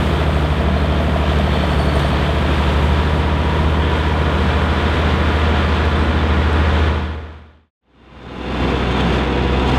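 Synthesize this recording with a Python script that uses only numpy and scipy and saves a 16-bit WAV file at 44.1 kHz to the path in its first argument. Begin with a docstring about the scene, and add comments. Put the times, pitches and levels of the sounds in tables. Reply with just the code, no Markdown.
"""First a wheel loader crawls past on a country road, mowing the verge with spinning blades on a boom.
Its six-cylinder diesel throbs against the slower blades, the engine knocks, the turbo whistles,
and grass and twigs are shredded. From about 3 to 5 s the cutter comes into view and the pumps whine louder.
Near 7 s the sound fades into a short silence. Then, around 8 s, a second machine fades in,
farther off, its cutter humming and chewing into a tree."""
import sys
import numpy as np
from scipy import signal
from scipy.fft import rfft, irfft, next_fast_len
from scipy.io import wavfile

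SR = 44100
rng = np.random.default_rng(int(sys.argv[2]) if len(sys.argv) > 2 else 0)


def persist_wave(psi):
    """Save psi, clipped to +-1, as 16-bit WAV."""
    counts = np.round(np.clip(psi, -1, 1) * 32767).astype(np.int16)
    wavfile.write(sys.argv[1], SR, np.atleast_2d(counts).T)


N = 431298
T = np.arange(N) / SR
CYLINDER_COUNT = 6
CHANGE_S, FADE_OUT_S, FADE_IN_S = 7.758, 0.83, 0.83  # the second machine takes over at CHANGE_S


def from_db(db):
    """Turn decibels into a number to multiply a sound by."""
    return np.exp(np.log(10) / 20 * np.asarray(db))


def rms_one(x):
    """Scale a sound so that its average power is 1."""
    return x / np.sqrt(np.mean(x ** 2) + 1e-20)


def in_time(points):
    """Join (time, value) points with straight lines, giving a value for every sample."""
    return np.interp(T, *np.transpose(points))


def swing(points):
    """How far a level curve lies above or below the average of its points, in dB."""
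    return in_time(points) - np.mean(np.array(points)[:, 1])


def turns_of(rate):
    """Count the cycles completed so far at a changing rate."""
    return np.cumsum(rate) / SR


def swells(rows):
    """Brief smooth rises in strength, one for each (time, length, level) row."""
    return sum(from_db(db) * np.exp(-((T - s) / length) ** 2) for s, length, db in rows)


def drift(rate_hz):
    """A smooth random wander, about 1 in size; a higher rate wanders faster."""
    r = np.exp(-200 * np.pi * rate_hz / SR)
    slow = signal.lfilter([1], [1, -2 * r, r * r], rng.standard_normal(N // 100 + 1002))[1000:]
    return np.interp(np.arange(N) / 100, np.arange(len(slow)), rms_one(slow))


def tone(turns, waver):
    """A single tone whose pitch and strength waver."""
    return np.sqrt(2) * np.sin(2 * np.pi * turns + waver * drift(2.95)) * np.exp(waver * drift(5.9) / 4)


def grains(per_s, spread_db):
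    """Tiny hits at random times; more spread makes their sizes more uneven."""
    hits = rng.random(N) < per_s / SR
    sizes = from_db(spread_db * np.minimum(rng.exponential(1, N), 4))
    return rms_one(hits * sizes * rng.choice([-1, 1], N))


def chopped(x, turns, depth):
    """Make a sound swell once in each turn."""
    return rms_one(x * np.exp(depth * np.cos(2 * np.pi * turns)))


def colour(x, spectrum):
    """Shape a sound's bass and treble by (frequency, level) points, then scale it to power 1."""
    hz, db = np.transpose(spectrum)
    size = next_fast_len(N)
    log_hz = np.log(np.arange(size // 2 + 1) * SR / size + 1)
    outside = np.abs(log_hz - np.clip(log_hz, np.log(hz[0]), np.log(hz[-1])))
    gain = from_db(np.interp(log_hz, np.log(hz), db)) * np.exp(-2 * outside)
    return rms_one(irfft(rfft(x, size) * gain, size)[:N])


def resonate(x, notes):
    """Make a sound ring at (frequency, width, level) notes; narrow notes ring longer."""
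    ringing = 0
    for hz, width, db in notes:
        r = np.exp(-np.pi * width / SR)
        section = [1, 0, -1, 1, -2 * r * np.cos(2 * np.pi * hz / SR), r * r]
        ringing = ringing + from_db(db) * rms_one(signal.sosfilt([section, section], x))
    return rms_one(ringing)


def engine_rattle(firings, size):
    """The same rattle comes round each time all the cylinders have fired."""
    cycles = firings / CYLINDER_COUNT
    return rms_one(np.interp(cycles % 1, np.arange(size) / size, rng.standard_normal(size)))


def pipe_aside_db(fall_db_per_s2, facing_s=1.2):
    """The tailpipe is loudest when it faces us and gets quieter as it turns aside."""
    return -fall_db_per_s2 * (T - facing_s) ** 2


def pump_whine(tones, turns, waver):
    """Thin tones that follow the turning of a pump; the higher ones are rougher."""
    wobble = waver * drift(25)
    return sum(from_db(db) * tone(k * (turns + wobble), waver=.5) for k, db in tones)


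def twig_cracks(decay_s=.0025, band_hz=(3500, 9000)):
    """Grit and twigs hit the blades with short, bright snaps."""
    # snaps: (time [s], peak level [dB])
    hits = [(1.387, -32), (1.994, -31), (2.69, -38), (5.854, -33), (6.53, -35.5), (8.914, -33),
            (8.976, -36), (9.008, -35), (9.167, -38), (9.679, -31)]
    age = T[:SR // 30]
    band = signal.butter(2, band_hz, "band", fs=SR, output="sos")
    snaps = signal.sosfilt(band, rng.standard_normal((len(hits), len(age))) * np.exp(-age / decay_s))
    sound = np.zeros(N)
    for (s, db), snap in zip(hits, snaps):
        at = round(s * SR)
        sound[at:at + len(age)] += from_db(db) * snap / np.abs(snap).max()
    return sound


def tree_blades(load_db):
    """The far blades hum, growing louder as the machine draws nearer; a thick branch sets the cutter droning."""
    # blade speed: (time [s], blade passes [1/s])
    speed = [(8, 62.73), (8.5, 63.1), (8.9, 63.6), (9.2, 64.5), (9.7, 65.3)]
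    # shape of the rumble: (frequency [Hz], relative level [dB])
    rumble_shape = [(20, -30), (40, -5), (52, -16), (80, 2), (120, -4.5), (220, 1), (340, -2.5), (490, -5),
                    (540, -12), (900, -33), (2000, -60)]
    # the thick branch: (time [s], length [s], level [dB])
    thick_branch = [(9.05, 0.051, -14.5)]
    passes = turns_of(in_time(speed))
    hum_db = -23.5 + 2.5 * np.maximum(T - CHANGE_S - FADE_IN_S, 0) + 1.2 * drift(3.7)
    hum = from_db(hum_db) * (tone(passes, waver=.1) + from_db(-7.5) * tone(2 * passes, waver=1.0))
    air = chopped(rng.standard_normal(N), passes, depth=0.18)
    rumble = from_db(-19.5 + 0.17 * load_db) * colour(air, rumble_shape)
    drone = swells(thick_branch) * resonate(rng.standard_normal(N), [(168, 40, 5), (215, 90, -8)])
    return hum + rumble + drone


def shredded_wood(load_db):
    """Branches tear and splinter in bursts, and the pieces ring the cutter's steel hood."""
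    # shape of the tearing: (frequency [Hz], relative level [dB])
    shred_shape = [(200, -11.5), (550, -2), (750, 4), (1000, 1.5), (1400, -0.5), (2000, -5), (2700, -5),
                   (3600, -12), (4100, -16), (5200, -32), (8000, -46)]
    # shape of the splinters' hiss: (frequency [Hz], relative level [dB])
    hiss_shape = [(3000, -18), (4800, 10), (5600, 4), (6600, 1), (8500, -4.5), (10000, -10), (12000, -13),
                  (15000, -29)]
    # notes of the hood: (frequency [Hz], width [Hz], relative level [dB])
    hood_notes = [(2500, 27, -6), (2784, 35, 0), (3150, 61, 0), (3370, 31, -1), (3590, 190, 2.5),
                  (4220, 280, -5), (6520, 200, -16.5), (7800, 320, -22)]
    # branches hit the hood: (time [s], length [s], level [dB])
    branches = [(8.92, 0.0091, -30), (9.0, 0.03, -32), (9.13, 0.042, -40), (9.685, 0.013, -31)]
    shred_db = -24 + 0.53 * load_db
    bursts = from_db(0.31 * drift(15))
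    shred = from_db(shred_db) * colour(bursts * grains(per_s=6000, spread_db=0), shred_shape)
    ring = resonate(grains(per_s=1500, spread_db=6.5), hood_notes)
    hood = (from_db(shred_db - 13.5) + swells(branches)) * ring
    splinters = colour(bursts * grains(per_s=7000, spread_db=3.5), hiss_shape)
    return shred + hood + from_db(-47 + 1.3 * load_db) * splinters


def tree_cutter():
    """The second machine chews into a tree; its oil pump slows a little under the strain."""
    # load, or how hard the cutter works: (time [s], relative level [dB])
    effort = [(8.56, -49.5), (8.788, -51), (9.04, -52.5), (9.33, -53), (9.53, -51), (9.672, -51),
              (9.77, -45.5)]
    # brief surges and lulls in the cutting noise: (time [s], length [s], change of load [dB])
    load_changes = [(8.662, .03, -1.5), (8.996, .03, 2), (9.132, 0.1, 4.5), (9.696, 0.014, 4),
                    (9.766, .025, -1)]
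    # pump speed: (time [s], piston strokes [1/s])
    pump_speed = [(8.1, 254), (8.6, 251), (9.05, 249), (9.35, 240), (9.55, 246), (9.75, 244)]
    # pump tones: (multiple of the stroke rate, level [dB])
    pump_tones = [(2, -33.5), (3, -38.5), (4, -35), (11, -49), (14, -42.5)]
    load_db = swing(effort)
    load_db += sum(db * np.exp(-((T - s) / length) ** 2) for s, length, db in load_changes)
    cutting = tree_blades(load_db) + shredded_wood(load_db)
    return cutting + pump_whine(pump_tones, turns_of(in_time(pump_speed)), waver=0.012)


def turbo():
    """The spinning turbo gives a breathy, fluttering whistle and a second tone an octave below."""
    # pitch of the whistle: (time [s], frequency [Hz])
    pitch = [(0, 8400), (.8, 8400), (1.4, 8580), (2.1, 8930), (5, 8480), (6, 8360)]
    # the turbo sings out: (time [s], length [s], whistle level [dB], lower tone level [dB])
    surges = [(.35, .2, -61, -58), (.8, 0.1, -71, -47.5), (1.647, 0.2, -65, -47.5), (1.98, 0.2, -54, -44),
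              (6.03, .09, -59, -73)]
    turns = turns_of(in_time(pitch) * (1 + 0.0054 * drift(6.7)))
    upper = np.sin(2 * np.pi * turns + 2.3 * drift(90)) * drift(60) * from_db(1.8 * drift(4))
    lower = np.sin(np.pi * turns + 1.9 * drift(50)) * drift(40)
    upper_gain = from_db(-67.5) + swells([(s, length, db) for s, length, db, _ in surges])
    lower_gain = from_db(-64.5) + swells([(s, length, db) for s, length, _, db in surges])
    return upper_gain * rms_one(upper) + lower_gain * rms_one(lower)


def grass_swish(firings, level_db, recedes_from_s=1, fall_db_per_s=1.35):
    """Many tiny cuts blend into a swish that grows weaker and duller as the loader draws away."""
    # shape of the swish: (frequency [Hz], relative level [dB])
    swish_shape = [(2500, -22), (4500, 7), (6000, -0.5), (7500, 1.5), (8600, 3), (10000, -3), (12500, -3.5),
                   (15500, -13)]
    tufts = from_db(1.1 * drift(6)) * grains(per_s=5900, spread_db=0)
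    bright = colour(chopped(tufts, firings, depth=0.12), swish_shape)
    dull = signal.sosfiltfilt(signal.butter(2, 9500, fs=SR, output="sos"), bright)
    since_s = np.maximum(T - recedes_from_s, 0)
    dull_share = np.clip(.13 * since_s, 0, 1)
    return from_db(level_db - fall_db_per_s * since_s) * (bright + dull_share * (dull - bright))


def hood_ring(level_db):
    """The loader's steel cutter hood rings as bits hit it, stems scrape it and small stones ping off it."""
    # notes of the hood: (frequency [Hz], width [Hz], relative level [dB])
    hood_notes = [(1960, 92, -5), (2334, 140, -6.5), (3130, 260, 3.5), (3180, 220, -2.5), (3480, 110, 2.5),
                  (7900, 300, -20.5)]
    # scraping stems: (time [s], length [s], level [dB])
    scrapes = [(0.85, .15, -45.5), (1.58, 0.22, -40.5), (2.27, 0.034, -40), (3.8, 0.055, -40)]
    # stone hits: (time [s], length [s], level [dB])
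    stones = [(5.963, 0.0081, -30), (6.19, .008, -29)]
    # note of a stone hit: (frequency [Hz], width [Hz], relative level [dB])
    stone_note = [(3510, 99, 0)]
    ring = resonate(grains(per_s=2000, spread_db=7.0), hood_notes)
    pings = swells(stones) * resonate(rng.standard_normal(N), stone_note)
    return (from_db(level_db) + swells(scrapes)) * ring + pings


def clatter(firings, level_db):
    """Flying cuttings and the engine rattle the hood; a body panel drones as the loader turns its tail."""
    # shape of the clatter: (frequency [Hz], relative level [dB])
    clatter_shape = [(300, -27.5), (550, -0.5), (780, -9.5), (980, 1.5), (1200, 1), (1500, -2.5),
                     (2000, -4), (2800, -13), (4500, -26.5)]
    # the panel's drone: (time [s], length [s], level [dB])
    panel_drone = [(3.65, 0.76, -32.5)]
    shaking = grains(per_s=5000, spread_db=2.5) + .36 * engine_rattle(firings, size=1024)
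    hood = from_db(level_db) * colour(chopped(shaking, firings, depth=0.017), clatter_shape)
    panel = swells(panel_drone) * resonate(shaking, [(952, 78, 0)])
    return hood + panel


def verge_blades(firings, rumble_db):
    """The loader's blades hum and churn the air under the hood into a rumble."""
    # blade speed: (time [s], blade passes [1/s])
    speed = [(0, 63.36), (1.3, 62.88), (2.3, 61.55), (3.2, 62.32), (4.7, 64.1), (6.3, 64.34), (6.9, 63.94),
             (7.3, 62.18)]
    # tones of the hum: (multiple of the blade rate, level [dB])
    hum_tones = [(1, -27), (2, -31), (3, -37.5), (4, -37.5)]
    # shape of the rumble: (frequency [Hz], relative level [dB])
    rumble_shape = [(20, -15), (30, -23.5), (42, -5.5), (55, 0), (100, 2.5), (200, 1.5), (300, 0),
                    (430, -0.5), (650, -5), (1000, -7.5), (2000, -29.5)]
    passes = turns_of(in_time(speed))
    hum = sum(from_db(db) * tone(k * passes, waver=0.11 * k) for k, db in hum_tones)
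    churn = rng.standard_normal(N) + .25 * engine_rattle(firings, size=512)
    return hum + from_db(rumble_db) * colour(chopped(churn, passes, depth=.12), rumble_shape)


def diesel_knock(firings, level_db):
    """Every firing shakes the engine block; the beats blur as the loader draws away."""
    # shape of the knock: (frequency [Hz], relative level [dB])
    knock_shape = [(300, -17), (800, -1.5), (1700, 5), (2100, -3), (2400, 3), (2750, 0.5), (3150, 1),
                   (3550, 1), (3950, -5), (4500, -10), (5500, -18), (7000, -23.5), (10000, -37)]
    rattle = 0.51 * engine_rattle(firings, size=2048) + rng.standard_normal(N)
    rattle *= from_db(0.97 * drift(7))
    sharpness = np.interp(T, [1.8, 3.5], [.22, .09])
    return from_db(level_db) * colour(chopped(rattle, firings + 0.39, sharpness), knock_shape)


def tailpipe_bark(firings, ring_hz=665, length_s=.002, uneven_db=1.1):
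    """Each firing briefly rings the tailpipe; one cylinder puffs much harder than the rest."""
    # puff of each cylinder, in firing order: (relative level [dB])
    cylinder_db = [-10, -22, -15, -22, 0, -17]
    count = np.floor(firings - .4).astype(int)
    at = np.flatnonzero(np.diff(count)) + 1  # samples where a new puff starts
    puff_db = np.array(cylinder_db)[count[at] % CYLINDER_COUNT]
    puffs = np.zeros(N)
    puffs[at] = from_db(puff_db + uneven_db * rng.standard_normal(len(at)))
    age = T[:SR // 20] / length_s
    pipe = age ** 2 * np.exp(-age * 0.92) * np.sin(2 * np.pi * ring_hz * T[:SR // 20])
    return from_db(-27.8 + pipe_aside_db(2.8)) * rms_one(signal.fftconvolve(puffs, pipe)[:N])


def exhaust(firings):
    """The silencer lets through a deep note, its octave, and weak tones that come and go."""
    # strength of the deep note: (time [s], relative level [dB])
    deep_level = [(0.0, -21.5), (2.3, -21.5), (2.87, -18.5), (3.18, -21), (3.72, -20), (5.1, -22),
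                  (5.36, -20), (6.55, -19.5), (6.8, -17), (6.88, -18)]
    # weak tones: (multiple of the firing rate, level [dB])
    weak_tones = [(.5, -41), (1.5, -47.5), (2.5, -32), (3, -35), (4, -38.5), (7.5, -50), (9, -42)]
    deep = from_db(in_time(deep_level) + 2.5 + .5 * drift(4)) * tone(firings, waver=0.12)
    octave = from_db(-24.5 + pipe_aside_db(0.3) + drift(3.2)) * tone(2 * firings, waver=0.084)
    weak = sum(from_db(db + 2.17 * drift(.5)) * tone(k * firings, waver=1.0) for k, db in weak_tones)
    return deep + octave + weak


def loader():
    """Engine and blades run at different rates, so their bass throbs; harder work makes more noise."""
    # engine speed: (time [s], firings [1/s])
    engine_speed = [(0, 77.1), (0.2, 77.56), (0.45, 75.9), (1.45, 75.83), (1.8, 72.73), (2.1, 72.88),
                    (2.35, 76.3), (2.65, 73.55), (2.85, 74.61), (3.1, 77.19), (3.9, 78.07), (5.5, 77.8),
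                    (7.4, 77.96)]
    # load, or how hard the cutter works: (time [s], relative level [dB])
    effort = [(0.0, -51.5), (0.78, -55.5), (1.03, -54), (1.9, -51), (2.32, -51), (2.76, -50), (3.24, -53.5),
              (5.17, -49.5), (6.04, -52), (6.27, -53.5), (6.63, -51.5), (6.76, -51), (6.88, -53)]
    # tones of the pumps that the engine drives: (multiple of the firing rate, level [dB])
    pump_tones = [(6, -37), (9.25, -41), (11, -38), (18.5, -36.5), (22, -40)]
    firings = turns_of(in_time(engine_speed))
    load_db = swing(effort)
    hidden = np.interp(T, [2.7, 5.3], [1, 0])  # the cutter comes out from behind the loader
    knock_db = -29.5 + 0.72 * load_db - 0.5 * hidden
    engine = exhaust(firings) + tailpipe_bark(firings) + turbo() + diesel_knock(firings, knock_db)
    cutter = verge_blades(firings, rumble_db=-22 + 0.32 * load_db)
    cutter += clatter(firings, level_db=-26.5 + 0.46 * load_db - 2.5 * hidden)
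    cutter += hood_ring(level_db=knock_db - 12.5)
    cutter += grass_swish(firings, level_db=-48.5 + 1.3 * load_db)
    pumps = from_db(-7 * hidden) * pump_whine(pump_tones, firings, waver=.007)
    return engine + cutter + pumps


def fade(along, range_db=34):
    """An even slope in dB, pulled down to silence at 0 and reaching full strength at 1."""
    return (from_db(range_db * np.clip(along, 0, 1)) - 1) / (from_db(range_db) - 1)


def scene(half_silence_s=0.052):
    """The loader fades into silence and the second machine rises out of it."""
    first = T < CHANGE_S
    machines = np.where(first, loader(), tree_cutter()) + twig_cracks()
    along = (np.abs(T - CHANGE_S) - half_silence_s) / np.where(first, FADE_OUT_S, FADE_IN_S)
    return (fade(along) * machines)[None]


def record(dry):
    """Cut away the very highest treble."""
    cutoff_hz = 15750
    return signal.sosfilt(signal.ellip(12, .1, 90, cutoff_hz, fs=SR, output="sos"), dry)


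dry = scene()
out = record(dry)
persist_wave(out)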